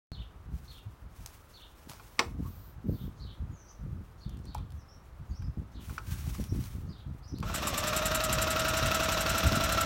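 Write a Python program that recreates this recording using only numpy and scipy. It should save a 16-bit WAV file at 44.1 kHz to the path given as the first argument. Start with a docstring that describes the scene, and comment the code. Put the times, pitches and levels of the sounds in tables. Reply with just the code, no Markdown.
"""Cranking a model engine

A hand-held geared starter cranks a small four-stroke engine on a garden table; it does not fire.
First come impacts and friction: the starter's cone knocks the propeller hub, a glow igniter is
fitted, a jacket rustles. Then meshing gears whine and rattle under each compression while the engine
puffs once a cycle. Birds chirp; gusts and the propeller's draught buffet the microphone."""
import sys
import numpy as np
from scipy import signal
from scipy.fft import rfft, irfft
from scipy.io import wavfile
from scipy.ndimage import uniform_filter1d

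SR = 44100
rng = np.random.default_rng(int(sys.argv[2]) if len(sys.argv) > 2 else 0)


def persist_wave(psi):
    """Save psi, clipped to +-1, as 16-bit WAV."""
    counts = np.round(np.clip(psi, -1, 1) * 32767).astype(np.int16)
    wavfile.write(sys.argv[1], SR, np.atleast_2d(counts).T)


N = 434385
TIME = np.arange(N) / SR
TRIGGER_S, FIRST_PUFF_S = 7.426, 7.541

# spectra of the distant background, wind buffeting and small eddies: f/Hz, relative level/dB
GARDEN_SPECTRUM = [(30, 7), (70, 2), (150, -12.5), (300, -8), (700, -11.5), (1250, -10.5), (2000, -21),
                   (4000, -29.5), (8000, -38), (16000, -41)]
BUFFET_SPECTRUM = [(15, -40), (30, -33.5), (48, 2), (80, 1), (120, -4.5), (200, -17), (300, -30),
                   (500, -54)]
EDDY_SPECTRUM = [(25, -38), (50, -16), (110, 0.5), (200, 3.5), (330, -6.5), (520, -21), (900, -36),
                 (2000, -90)]
# gusts on the microphone: t/s, duration/s, buffeting level/dB, eddy level/dB
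WIND_GUSTS = [(0.1, 0.032, -38.5, -58), (0.174, 0.033, -36.5, -68), (0.447, 0.13, -40, -54),
              (0.854, 0.019, -38.5, -77), (1.015, 0.053, -46.5, -75), (1.178, 0.037, -45, -56),
              (1.861, 0.046, -67, -52), (2.246, .26, -40, -47.5), (2.378, 0.039, -35, -38),
              (2.836, 0.029, -40, -37.5), (2.876, 0.055, -33, -35.5), (3.007, 0.081, -39.5, -45.5),
              (3.203, 0.093, -39.5, -53), (3.39, 0.052, -36.5, -48), (3.49, 0.03, -38.5, -50.5),
              (3.787, 0.22, -38, -49), (4.251, 0.084, -38.5, -49), (4.337, 0.16, -43, -49.5),
              (4.556, 0.088, -38.5, -52), (4.675, 0.097, -41, -65), (5.182, 0.039, -40, -58),
              (5.288, 0.027, -35, -58), (5.388, 0.11, -36, -60), (5.565, 0.044, -36, -41.5),
              (5.735, 0.088, -50, -49), (5.878, 0.053, -42, -48.5), (6.07, 0.049, -42, -45),
              (6.237, 0.084, -39.5, -48), (6.374, 0.037, -41, -39), (6.498, 0.1, -35.5, -38.5),
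              (6.728, 0.18, -40.5, -46.5), (7.054, 0.09, -42, -49.5), (7.313, 0.17, -39.5, -44.5),
              (8.24, 0.18, -36.5, -49), (8.807, 0.11, -32, -52), (9.42, 0.071, -30, -35.5),
              (9.503, 0.089, -38, -33.5)]
# light air between the gusts: t/s, buffeting level/dB
BREEZE_LEVEL = [(0, -49), (1.3, -57.5), (2.05, -59.5), (2.6, -47), (3.6, -54), (4.2, -54), (5.6, -52),
                (6.3, -41.5), (7, -49), (9.85, -37.5)]
# eddies that strike the microphone squarely: t/s, f/Hz, peak level/dB
LARGE_EDDIES = [(2.404, 169, -25), (2.858, 209, -28.5), (2.896, 373, -24.5), (2.898, 69.6, -26),
                (2.918, 190, -29), (2.93, 110, -30), (3.042, 165, -29), (3.933, 125, -29),
                (4.266, 140, -27.5), (5.586, 161, -32), (6.092, 137, -29), (6.123, 112, -25),
                (6.247, 97, -28.5), (6.28, 122, -23), (6.4, 420, -33), (6.402, 177, -25.5),
                (6.497, 115, -28), (6.525, 95, -20), (6.569, 158, -32), (6.588, 186, -29),
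                (6.894, 136, -28), (7.067, 139, -33.5), (7.114, 137, -30), (7.342, 215, -26),
                (7.412, 130, -28)]

# two-note chirrups: t/s, relative level/dB, pitch factor, duration factor, fall in level/dB,
# phase jitter/rad, gain of the direct sound/dB
BIRD_CHIRRUPS = [(.112, -54, 0.98, 0.95, 7.5, 0.5, 4), (0.679, -55, 0.98, 0.91, 8.5, 0.6, 2.5),
                 (1.538, -56.5, 0.98, 0.88, 2.5, 0.46, 1.5), (2.921, -66.5, 0.99, 0.84, -6, 0.54, -2),
                 (3.198, -54.5, 1.04, 0.97, 6, 0.56, -2), (4.205, -57.5, 0.99, 1.1, 14, .65, -3),
                 (4.459, -56, 1.02, 1, 9, 0.91, -7), (5.744, -56.5, 0.94, 0.57, 6, 0.89, -7),
                 (6.89, -59, 1.06, 1.0, 7, 0.57, 0)]
# contour of one chirrup: t/s, f/Hz, relative level/dB
CHIRRUP_CONTOUR = [(0, 4020, 1), (.009, 4490, 2.5), (.032, 4410, 2), (.043, 3630, 6.5), (.06, 3430, -10),
                   (.078, 2960, 2), (.106, 3880, 7), (.118, 2950, 8), (.135, 2750, -28)]
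# rasp that opens a chirrup: f/Hz, relative level/dB
RASP_SPECTRUM = [(4000, -8), (4700, -10), (6200, -7), (7500, -16)]
# thin whistled notes: t/s, duration/s, start f/Hz, end f/Hz, relative level/dB
BIRD_WHISTLES = [(3.51, 0.06, 6940, 6400, -65), (3.544, 0.14, 6350, 5650, -62),
                 (3.668, 0.039, 4450, 5600, -64), (3.676, 0.046, 6150, 5850, -54.5),
                 (4.765, 0.069, 6340, 4970, -67), (4.874, 0.076, 5250, 5800, -58.5),
                 (5.288, 0.031, 7000, 6160, -67), (5.3, .045, 4560, 4780, -63),
                 (5.34, 0.05, 4970, 6150, -57.5), (5.423, 0.044, 4900, 5300, -61.5),
                 (6.39, 0.052, 5800, 5600, -55), (6.48, 0.049, 5350, 5850, -54),
                 (7.223, 0.046, 4500, 5440, -58), (7.276, 0.017, 5860, 5880, -52),
                 (7.285, 0.047, 5430, 4960, -59), (7.343, 0.044, 3560, 5100, -55.5)]

# strokes of the jacket sleeve: t/s, duration/s, level/dB
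SLEEVE_STROKES = [(0.475, 0.28, -65), (0.627, 0.2, -67.5), (1.103, 0.24, -60), (1.365, 0.56, -65.5),
                  (1.842, 0.046, -50.5), (1.946, 0.3, -60.5), (2.364, 0.15, -61.5), (2.86, 0.21, -72),
                  (5.776, 0.16, -52.5), (6.003, 0.4, -50.5), (6.494, 0.14, -53), (6.554, 0.04, -55),
                  (6.654, 0.056, -52.5)]
# rubbing nylon: f/Hz, relative level/dB
NYLON_SPECTRUM = [(880, -4), (1500, -6.5), (1790, -7), (2250, -6), (5070, -10), (5600, -7.5), (7690, -10.5),
                  (15100, -10.5), (16000, -3.5)]

# clicks of the glow igniter and the starter: t/s, level/dB
SMALL_CLICKS = [(1.261, -34), (1.273, -46), (1.8967, -39.5), (4.294, -49), (4.371, -53), (4.391, -57),
                (4.4547, -51), (4.547, -37), (4.581, -53), (4.7046, -53), (4.721, -51), (5.4222, -58),
                (6.268, -54), (6.288, -56), (6.349, -54), (6.44, -40), (6.639, -40), (7.385, -45),
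                (7.403, -45), (7.623, -37)]
# knocks on the engine: t/s, crack level/dB, mount level/dB, struck part's f/Hz, its level/dB
ENGINE_KNOCKS = [(1.997, -59, -60, 1310, -49), (2.1835, -55, -56, 1003, -52),
                 (2.1919, -16, -32.5, 1940, -21), (4.55, -50, -58.5, 855, -32),
                 (4.581, -54, -59.5, 1010, -52), (5.4212, -56, -67, 1400, -54),
                 (5.896, -58, -58, 1340, -45), (5.98, -39, -55.5, 1325, -30), (6.267, -56, -65, 686, -50),
                 (6.3488, -44, -63, 1090, -46), (7.427, -43, -46.5, 1240, -42),
                 (7.497, -51, -47, 1200, -46), (7.542, -43, -51, 1220, -35), (7.625, -49, -47, 686, -35),
                 (7.671, -42, -47, 1130, -37), (7.729, -41, -50, 690, -34.5), (7.777, -46, -49, 1190, -38),
                 (7.826, -43, -47, 640, -34), (7.932, -31, -46, 1310, -30), (8.021, -37, -47, 1210, -29)]
# modes of the engine mount and table: f/Hz, relative level/dB, T60/s
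MOUNT_MODES = [(118, -9, .16), (222, -7, 0.16), (271, -10, .16), (330, -2, .19), (366, -1, 0.19),
               (467, -4, 0.2), (711, -5, 0.13), (865, 6.5, 0.08), (948, -3, 0.12), (1064, 6, 0.1),
               (1157, -2, 0.14), (1297, 1, 0.075), (2380, 0, .06), (2562, -3, 0.08), (3216, -6, 0.052),
               (4600, -19, 0.08), (6100, -19.5, .1), (8140, -21, .08)]
# spectra of a click, a knock's crack and the table top's dense, damped modes: f/Hz, relative level/dB
CLICK_SPECTRUM = [(700, 0), (2000, -7), (5000, -0.5), (8000, -5), (10300, -6), (12000, -5.5), (16000, -12)]
CRACK_SPECTRUM = [(200, -10), (500, -20), (1100, -2.5), (2400, 1), (3400, -5), (4500, -5.5), (5700, -4),
                  (6700, -17), (7600, -11.5), (10000, -25.5), (16000, -30)]
TABLETOP_SPECTRUM = [(150, -0.5), (330, -0.5), (560, 1), (800, 0), (1300, -3), (2000, -17)]

# scuff of the starter in the hand: t/s, duration/s, level/dB
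SCUFFS = [(1.884, .04, -50.5)]
# air leaving the cylinder as the propeller is turned slowly: t/s, duration/s, level/dB
CYLINDER_LEAKS = [(2.398, 0.37, -60.5), (2.844, 0.27, -61.5), (7.435, .12, -62)]
# spectra of the scuff and of air forced through a narrow gap: f/Hz, relative level/dB
SCUFF_SPECTRUM = [(400, -2), (1000, 3.5), (1500, -5), (3000, -7), (5300, -4), (8000, -11), (12000, -12),
                  (16000, -13)]
LEAK_SPECTRUM = [(4000, -7), (10000, -20), (11800, -7), (14500, 1), (16000, -3)]
# squeaks of the rubber cone: t/s, duration/s, start f/Hz, end f/Hz, level/dB
CONE_SQUEAKS = [(2.435, 0.062, 1034, 1170, -49), (6.004, 0.24, 1510, 1640, -58)]

# rotation of the crankshaft: t/s, f/Hz
CRANK_SPEED = [(7.42, 8), (7.6, 15.42), (7.8, 21.14), (8.05, 21.92), (8.5, 22.57), (9.1, 22.96),
               (9.85, 23.6)]
# mean rotation of the starter motor, which spins up, slows under load and recovers: t/s, f/Hz
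MOTOR_SPEED = [(7.43, 105), (7.47, 133), (7.55, 130), (7.62, 121), (7.72, 112), (7.8, 118), (7.9, 123),
               (8.05, 125.6), (8.5, 127.4), (9.1, 129.4), (9.85, 132)]
# effort of the starter: t/s, rattle level/dB, whine level/dB, added tooth bite, housing level/dB
STARTER_EFFORT = [(7.43, -48.5, -51, 8, -44), (7.52, -46, -50, 10, -49), (7.56, -38, -49, 13, -43),
                  (7.62, -39.5, -43.5, 13, -57), (7.76, -37.5, -44, 10, -63), (7.87, -36, -37, 6, -57),
                  (8.2, -36.5, -33.5, 2, -46), (8.9, -34, -33.5, 2.5, -41),
                  (9.85, -34.5, -35.5, 1.5, -33.5)]
# one four-stroke cycle: phase/cycles, gear load/dB, tooth bite, low-tone level/dB, gas flow/dB,
# hiss level/dB, speed surge
ENGINE_CYCLE = [(0, 3, -5, -1, -0.5, -10, .01), (.05, 4, -3.5, -1.5, -.5, -10, .016),
                (.15, 3, -4, 0, -2.5, -3, .02), (.22, 1.5, -8.5, -1, -13, -2, .012),
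                (.32, 3.5, -5, 1, -15, -20, .002), (.42, -1, -12.5, 0.5, -35, -24, -.004),
                (.55, -1, -11, -1, -28, -22, -.045), (.62, 2, -4, 1, -30, -3, -.034),
                (.665, 4.5, -5.5, -0.5, -27, 2, -.01), (.74, 4, 0.5, 1.5, -28, -3, .022),
                (.85, 0.5, -10.5, 2.5, -24, -14, .006), (.955, 2, -4, 2.5, -33, -18, .005),
                (1, 0, -2, 1.5, -6, -10, .01)]
# gear tones: multiple of the motor's rotation frequency, relative level/dB
GEAR_ORDERS = [(4, -31), (5, 1.5), (6, -12.5), (8, -19), (9, -8.5), (10, 0.5), (11, -2), (12, -14),
               (15, -10.5), (20.1, -11.5), (22, -19), (30, -10), (31, -11.5)]
# housing resonances excited by rattling, and those sustained by grinding: f/Hz, bandwidth/Hz, gain/dB
RATTLE_MODES = [(638, 134, 5), (1300, 55, -11), (2730, 380, 4), (3520, 250, -4), (5400, 750, -19)]
SINGING_MODES = [(706, 74, -17), (1348, 123, 0)]
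# strength of the engine's puffs: t/s, level/dB
PUFF_LEVEL = [(7.5, -36), (7.7, -31.5), (8.2, -30), (8.42, -31.5), (8.6, -35.5), (9.0, -35), (9.85, -34.2)]
# blows in each cycle (a valve shuts, the piston thuds at compression, the gears cross their backlash):
# phase/cycles, f/Hz, ring level/dB, T60/s, crack level/dB
CYCLE_BLOWS = [(.23, 290, -41.5, 0.03, -52), (.28, 540, -34.5, 0.044, -43), (0.557, 502, -32, 0.036, -52),
               (.605, 1080, -25.5, 0.017, -36), (.63, 315, -30.5, .04, -50), (.655, 2630, -29, .022, -29),
               (.82, 960, -32.5, 0.023, -51)]
# force of those blows: t/s, gain/dB
BLOW_GAIN = [(7.5, -8), (7.9, -6), (8.3, -2), (9.1, 0), (9.85, -3)]
# spectra of the gearbox, the puffs of gas and struck steel: f/Hz, relative level/dB
GEARBOX_SPECTRUM = [(200, -16), (300, -12), (420, -20.5), (620, -8), (740, -16), (1000, -11), (1350, -13),
                    (1550, -7.5), (2100, -13.5), (3950, -14), (4800, -19), (5500, -13), (7500, -22),
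                    (10400, -32), (12000, -27.5), (16000, -35.5)]
GAS_SPECTRUM = [(2000, -8.5), (4000, -9), (6500, -11.5), (7200, 3), (8100, 2), (8700, -5), (9400, -3.5),
                (10300, -12), (11700, -1), (12300, -4), (13200, -12.5), (14500, -12)]
STEEL_SPECTRUM = [(1000, -8), (2000, -5), (2700, 2.5), (4000, 7.5), (5700, 6.5), (7000, -19), (10000, -40),
                  (12500, -27), (16000, -17)]


def undb(db):
    """Amplitude ratio of a level in decibels."""
    return np.exp(np.asarray(db) * np.log(10) / 20)


def unit(x):
    """Normalisation to unit rms."""
    return x / np.sqrt(np.mean(x ** 2) + 1e-18)


def curve(rows, at=TIME):
    """Linear interpolation of each column against the first."""
    s, *columns = np.transpose(rows)
    return [np.interp(at, s, c) for c in columns]


def colour(x, points, size=8192):
    """Minimum-phase filter through (f/Hz, level/dB) points, with unit gain for white noise."""
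    hz, db = np.transpose(points)
    f = np.fft.rfftfreq(size, 1 / SR) + 1
    octaves_outside = np.maximum(0, np.maximum(np.log2(hz[0] / f), np.log2(f / hz[-1])))
    gain = undb(np.interp(np.log(f), np.log(hz), db) - 24 * octaves_outside)
    cepstrum = irfft(np.log(unit(gain) + 1e-5))
    cepstrum[1:size // 2] *= 2  # folding the cepstrum makes the response causal
    cepstrum[size // 2 + 1:] = 0
    return signal.oaconvolve(x, irfft(np.exp(rfft(cepstrum))))[:len(x)]


def rounded(x, points):
    """Zero-phase filter: an impulse spreads symmetrically in time, leaving no sharp front."""
    hz, db = np.transpose(points)
    f = np.fft.rfftfreq(len(x), 1 / SR) + 1
    return irfft(rfft(x) * undb(np.interp(np.log(f), np.log(hz), db)), len(x))


def noise(points, count=N):
    """Gaussian noise of the given spectrum, with rms near 1."""
    return colour(rng.standard_normal(count), points)


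def resonate(x, hz, width):
    """Second-order resonator with unit gain at its centre."""
    return signal.lfilter(*signal.iirpeak(hz, hz / width, fs=SR), x)


def walk(rate, count=N):
    """Smooth random modulation of unit rms, with `rate` new values a second."""
    hold = max(2, int(SR / rate))
    steps = np.repeat(rng.standard_normal(count // hold + 1), hold)[:count]
    return unit(uniform_filter1d(steps, hold))


def glide(hz, jitter_rad, jitter_hz):
    """Gliding tone: phase is the integral of frequency, roughened by random modulation."""
    return np.sin(2 * np.pi * np.cumsum(hz) / SR + jitter_rad * walk(jitter_hz, len(hz)))


def rise(s):
    """Exponential approach to 1 with time constant s."""
    return 1 - np.exp(-TIME[:SR // 2] / s)


def fade(t60):
    """Exponential decay, 60 dB in t60 seconds."""
    return np.exp(-np.log(1000) * TIME[:SR // 2] / t60)


def ring(hz, t60):
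    """Free vibration of one damped mode."""
    return np.sin(2 * np.pi * hz * TIME[:SR // 2]) * fade(t60)


def burst(t60):
    """Exponentially decaying white noise."""
    return rng.standard_normal(SR // 2) * fade(t60)


def add(out, s, x):
    """Superposition of x on out, starting at time s."""
    i = int(s * SR)
    out[i:i + len(x)] += x[:max(0, N - i)]


def swells(starts, lengths, dbs, attack_s, release_s):
    """Envelope of pushes that rise, hold and decay; being incoherent, they add in power."""
    power = np.zeros(N)
    for s, length, db in zip(starts, lengths, dbs):
        t = TIME[TIME < length + 10 * release_s]
        attack = np.sin(np.pi / 2 * np.minimum(t / attack_s, 1)) ** 2
        release = np.exp(-np.maximum(t - length, 0) / release_s)
        add(power, s, (undb(db) * attack * release) ** 2)
    return np.sqrt(power)


def echo(x, t60, wet_db):
    """Scattering from fences, walls and furniture adds a diffuse tail to the direct sound."""
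    tail = burst(t60) * (TIME[:SR // 2] > .004)
    return x + undb(wet_db) * signal.fftconvolve(x, tail / np.linalg.norm(tail))[:N]


def garden():
    """Incoherent sources, distant traffic and air, sum to a nearly steady noise."""
    swell_db = .4 * walk(2)
    return noise(GARDEN_SPECTRUM) * undb(-58 + swell_db)


def airflow():
    """Buffeting and eddy envelopes: gusts, breeze and the propeller's draught add in power."""
    starts, lengths, *levels = np.transpose(WIND_GUSTS)
    gust, gust_eddy = [swells(starts, lengths, db, attack_s=.012, release_s=.029) for db in levels]
    breeze = undb(curve(BREEZE_LEVEL)[0] + .64 * walk(13))
    relative_speed = curve(CRANK_SPEED)[0] / CRANK_SPEED[-1][1]
    draught = undb(-41.5) * relative_speed ** .52 * (TIME > TRIGGER_S)
    buffet = np.linalg.norm([gust, breeze, draught], axis=0)
    eddy = np.linalg.norm([gust_eddy, breeze * undb(-15.5), draught], axis=0)
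    return buffet, eddy


def wind(calm_pops_per_s=95, doubling_db=-39):
    """Turbulence buffets the microphone; stronger flow sheds more small eddies, each a soft pop."""
    buffet_gain, eddy_gain = airflow()
    buffets = noise(BUFFET_SPECTRUM)
    buffets /= np.sqrt(uniform_filter1d(buffets ** 2, SR // 16) + .14)  # evens out chance swells
    rate = calm_pops_per_s * (1 + eddy_gain / undb(doubling_db))
    pops = (rng.random(N) < rate / SR) * rng.uniform(-1.04, 1, N)
    eddies = unit(rounded(pops, EDDY_SPECTRUM))
    eddies /= np.sqrt(uniform_filter1d(eddies ** 2, SR // 16) + .11)
    return buffets * buffet_gain * undb(2.73 * walk(40)) + eddies * eddy_gain


def birds(pitch_wander=.0277, rasp_s=.05):
    """Frequency-modulated whistles from the hedges; hidden birds are heard mostly by scattering."""
    song, direct = np.zeros((2, N))
    rasp_window = np.hanning(int(rasp_s * SR))
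    for s, db, pitch, stretch, fall_db, jitter_rad, direct_db in BIRD_CHIRRUPS:
        t = TIME[TIME < CHIRRUP_CONTOUR[-1][0] * stretch]
        hz, shape_db = curve(CHIRRUP_CONTOUR, t / stretch)
        hz = hz * pitch * (1 + pitch_wander * walk(61.5, len(t)))
        envelope = undb(db + shape_db - np.linspace(0, fall_db, len(t)))
        call = envelope * glide(hz, jitter_rad, jitter_hz=1200)
        add(song, s, call)
        add(direct, s, undb(direct_db) * call)
        add(song, s - rasp_s, undb(db - 10) * rasp_window * noise(RASP_SPECTRUM, len(rasp_window)))
    for s, length, start_hz, end_hz, db in BIRD_WHISTLES:
        hz = np.linspace(start_hz, end_hz, int(length * SR))
        call = undb(db) * signal.windows.tukey(len(hz), .5) * glide(hz, jitter_rad=.7, jitter_hz=980)
        add(song, s, call)
        add(direct, s, call)
    scattered = echo(song, t60=.3, wet_db=2.5) - song
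    return .66 * (direct + scattered)


def jacket(stir_db=-74, catch_db=2.3):
    """Stick-slip friction: nylon catches and lets go as the arm moves, and never lies quite still."""
    slips = unit(rng.standard_normal(N) * undb(1.1 * walk(1500)))
    strokes = swells(*np.transpose(SLEEVE_STROKES), attack_s=.095, release_s=.078)
    rubbing = np.hypot(strokes, undb(stir_db))
    return colour(slips, NYLON_SPECTRUM) * rubbing * undb(catch_db * walk(45))


def knocks(contact_s=.0007, mount_rise_cycles=2.5):
    """Impact excitation: a crack, then free modes of the struck part and mount; small parts click."""
    cracks, rings, clicks = np.zeros((3, N))
    modes = sum(undb(db) * ring(hz, t60) * rise(mount_rise_cycles / hz) * rng.choice([-1, 1])
                for hz, db, t60 in MOUNT_MODES)
    mount = undb(1.5) * modes + undb(2.5) * colour(burst(t60=.18), TABLETOP_SPECTRUM)
    for s, crack_db, mount_db, hz, part_db in ENGINE_KNOCKS:
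        part = ring(hz, t60=.035) + 2.14 * ring(hz * 1.075, t60=.018)
        add(cracks, s, undb(crack_db) * burst(t60=.035) * rise(contact_s))
        add(rings, s, undb(mount_db) * mount + undb(part_db) * part * rise(contact_s))
    for s, db in SMALL_CLICKS:
        add(clicks, s, undb(db) * burst(t60=.013))
    impacts = colour(cracks, CRACK_SPECTRUM) + rings + colour(clicks, CLICK_SPECTRUM)
    return echo(impacts, t60=.2, wet_db=-13.5)


def scuff(grain_db=3):
    """Sliding friction: the starter slips grittily in the hand as it is lifted."""
    grit = unit(rng.standard_normal(N) * undb(grain_db * walk(500)))
    return colour(grit, SCUFF_SPECTRUM) * swells(*np.transpose(SCUFFS), attack_s=.013, release_s=.04)


def leaks():
    """Jet noise: air hisses through a narrow gap while the piston is pushed against compression."""
    flow = np.zeros(N)
    for s, length, db in CYLINDER_LEAKS:
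        add(flow, s, undb(db) * signal.windows.tukey(int(length * SR), .5))
    return flow * noise(LEAK_SPECTRUM)


def thumps(sigma_cycles=.38):
    """A large eddy swings the pressure at the microphone to and fro in a Gaussian wave packet."""
    out = np.zeros(N)
    t = TIME[:SR // 10] - TIME[SR // 20]
    for s, hz, db in LARGE_EDDIES:
        swing = np.cos(2 * np.pi * (hz * t + rng.random()))
        add(out, s + t[0], undb(db) * swing * np.exp(-.5 * (hz * t / sigma_cycles) ** 2))
    return out


def squeak():
    """Stick-slip oscillation of the rubber cone as it is pressed against the hub."""
    out = np.zeros(N)
    for s, length, start_hz, end_hz, db in CONE_SQUEAKS:
        hz = np.linspace(start_hz, end_hz, int(length * SR))
        add(out, s, undb(db) * np.hanning(len(hz)) * glide(hz, jitter_rad=.64, jitter_hz=300))
    return out


def rattle(motor_hz, load_db, teeth=10, scatter_db=4, throb_db=1):
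    """Forced vibration: teeth strike and slide, harder once a motor turn, and drive the housing."""
    n = len(motor_hz)
    turns = np.cumsum(motor_hz) / SR
    strikes = np.diff(np.floor(teeth * turns), prepend=0)
    strikes = unit(strikes * undb(scatter_db * rng.standard_normal(n)) * rng.choice([-1, 1], n))
    sliding = rng.standard_normal(n)
    force_db = load_db + throb_db * np.sin(2 * np.pi * turns) + .54 * walk(60.7, n)
    body = colour((.67 * strikes + .89 * sliding) * undb(force_db), GEARBOX_SPECTRUM)
    housing = sum(undb(db) * resonate(body, hz, width) for hz, width, db in RATTLE_MODES)
    return unit(body + .5 * housing)


def whine(motor_hz, bite, low_db, flutter=.0005):
    """Periodic meshing gives tones; the upper ones swell with bite and are roughened most by play."""
    n = len(motor_hz)
    angle = 2 * np.pi * np.cumsum(motor_hz * (1 + flutter * walk(70.6, n))) / SR
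    tones = 0
    for order, db in GEAR_ORDERS:
        height = min(order / 10, 1) ** 3  # near 0 for low tones, 1 from the tenth order up
        upper_db = .58 * bite + 1.4 * walk(110, n)
        grip_db = height * upper_db + (1 - height) * low_db + .6 * walk(90, n)
        play_rad = (.05 + .2 * height) * walk(80, n)
        tones += undb(db + grip_db) * np.sin(order * angle + rng.uniform(0, 2 * np.pi) + play_rad)
    return unit(tones)


def singing(bite):
    """Resonance: grinding teeth keep the housing ringing at its natural frequencies at any speed."""
    grind = rng.standard_normal(len(bite))
    ringing = sum(undb(db) * resonate(resonate(grind, hz, width), hz, width)
                  for hz, width, db in SINGING_MODES)
    return unit(ringing * undb(1.3 * bite))


def blows(t, cycles, scatter_db=1, detune=.025):
    """Impacts locked to the engine cycle, each a crack and a heavily damped mode."""
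    rings, cracks = np.zeros((2, N))
    for cycle in range(int(cycles[-1]) + 1):
        for phase, hz, ring_db, t60, crack_db in CYCLE_BLOWS:
            s = np.interp(cycle + phase, cycles, t, right=N / SR)
            force = undb(curve(BLOW_GAIN, s)[0] + scatter_db * rng.standard_normal())
            add(rings, s, force * undb(ring_db) * ring(hz * (1 + detune * rng.standard_normal()), t60))
            add(cracks, s, force * undb(crack_db) * burst(t60=.013))
    return rings + colour(cracks, STEEL_SPECTRUM)


def cranking():
    """Cyclic loading: compression slows and strains the gears; turbulent gas puffs every two turns."""
    t = TIME[TIME > TRIGGER_S]
    n = len(t)
    crank_hz = curve(CRANK_SPEED, t)[0]
    cycles = np.cumsum(crank_hz) / SR / 2
    cycles -= np.interp(FIRST_PUFF_S, t, cycles)
    load_db, bite, low_db, flow_db, hiss_db, surge = curve(ENGINE_CYCLE, cycles % 1)
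    rattle_db, whine_db, added_bite, sing_db = curve(STARTER_EFFORT, t)
    # a slow propeller stores less kinetic energy, so its speed swings more
    swing = .9 * np.minimum((crank_hz[-1] / crank_hz) ** 2, 2.5) * np.clip(cycles + 1, 0, 1) ** 2
    motor_hz = curve(MOTOR_SPEED, t)[0] * (1 + swing * surge)
    gears = undb(rattle_db) * rattle(motor_hz, load_db)
    gears += undb(whine_db) * whine(motor_hz, bite + added_bite, low_db)
    gears += undb(sing_db) * singing(bite)
    gas = noise(GAS_SPECTRUM, n) * undb(curve(PUFF_LEVEL, t)[0] + flow_db + 1.8 * walk(200, n))
    hiss = noise(LEAK_SPECTRUM, n) * undb(rattle_db - 10 + hiss_db + 1.6 * walk(150, n))
    out = blows(t, cycles)
    add(out, TRIGGER_S, gears + gas + hiss)
    return echo(out, t60=.06, wet_db=-15)  # the open garden returns only a brief echo


def scene():
    """Linear superposition of all sources at one microphone."""
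    foreground = cranking() + knocks() + squeak() + scuff() + jacket() + leaks()
    return (foreground + birds() + wind() + thumps() + garden())[None]


def record(dry, open_s=.118, cutoff_hz=15900):
    """Gating and band limiting: the microphone opens after a moment; a steep low-pass cuts the top."""
    opened = dry * np.where(TIME > open_s, 1, undb(-56))
    return signal.sosfilt(signal.ellip(10, .2, 80, cutoff_hz, fs=SR, output="sos"), opened)


dry = scene()
out = record(dry)
persist_wave(out)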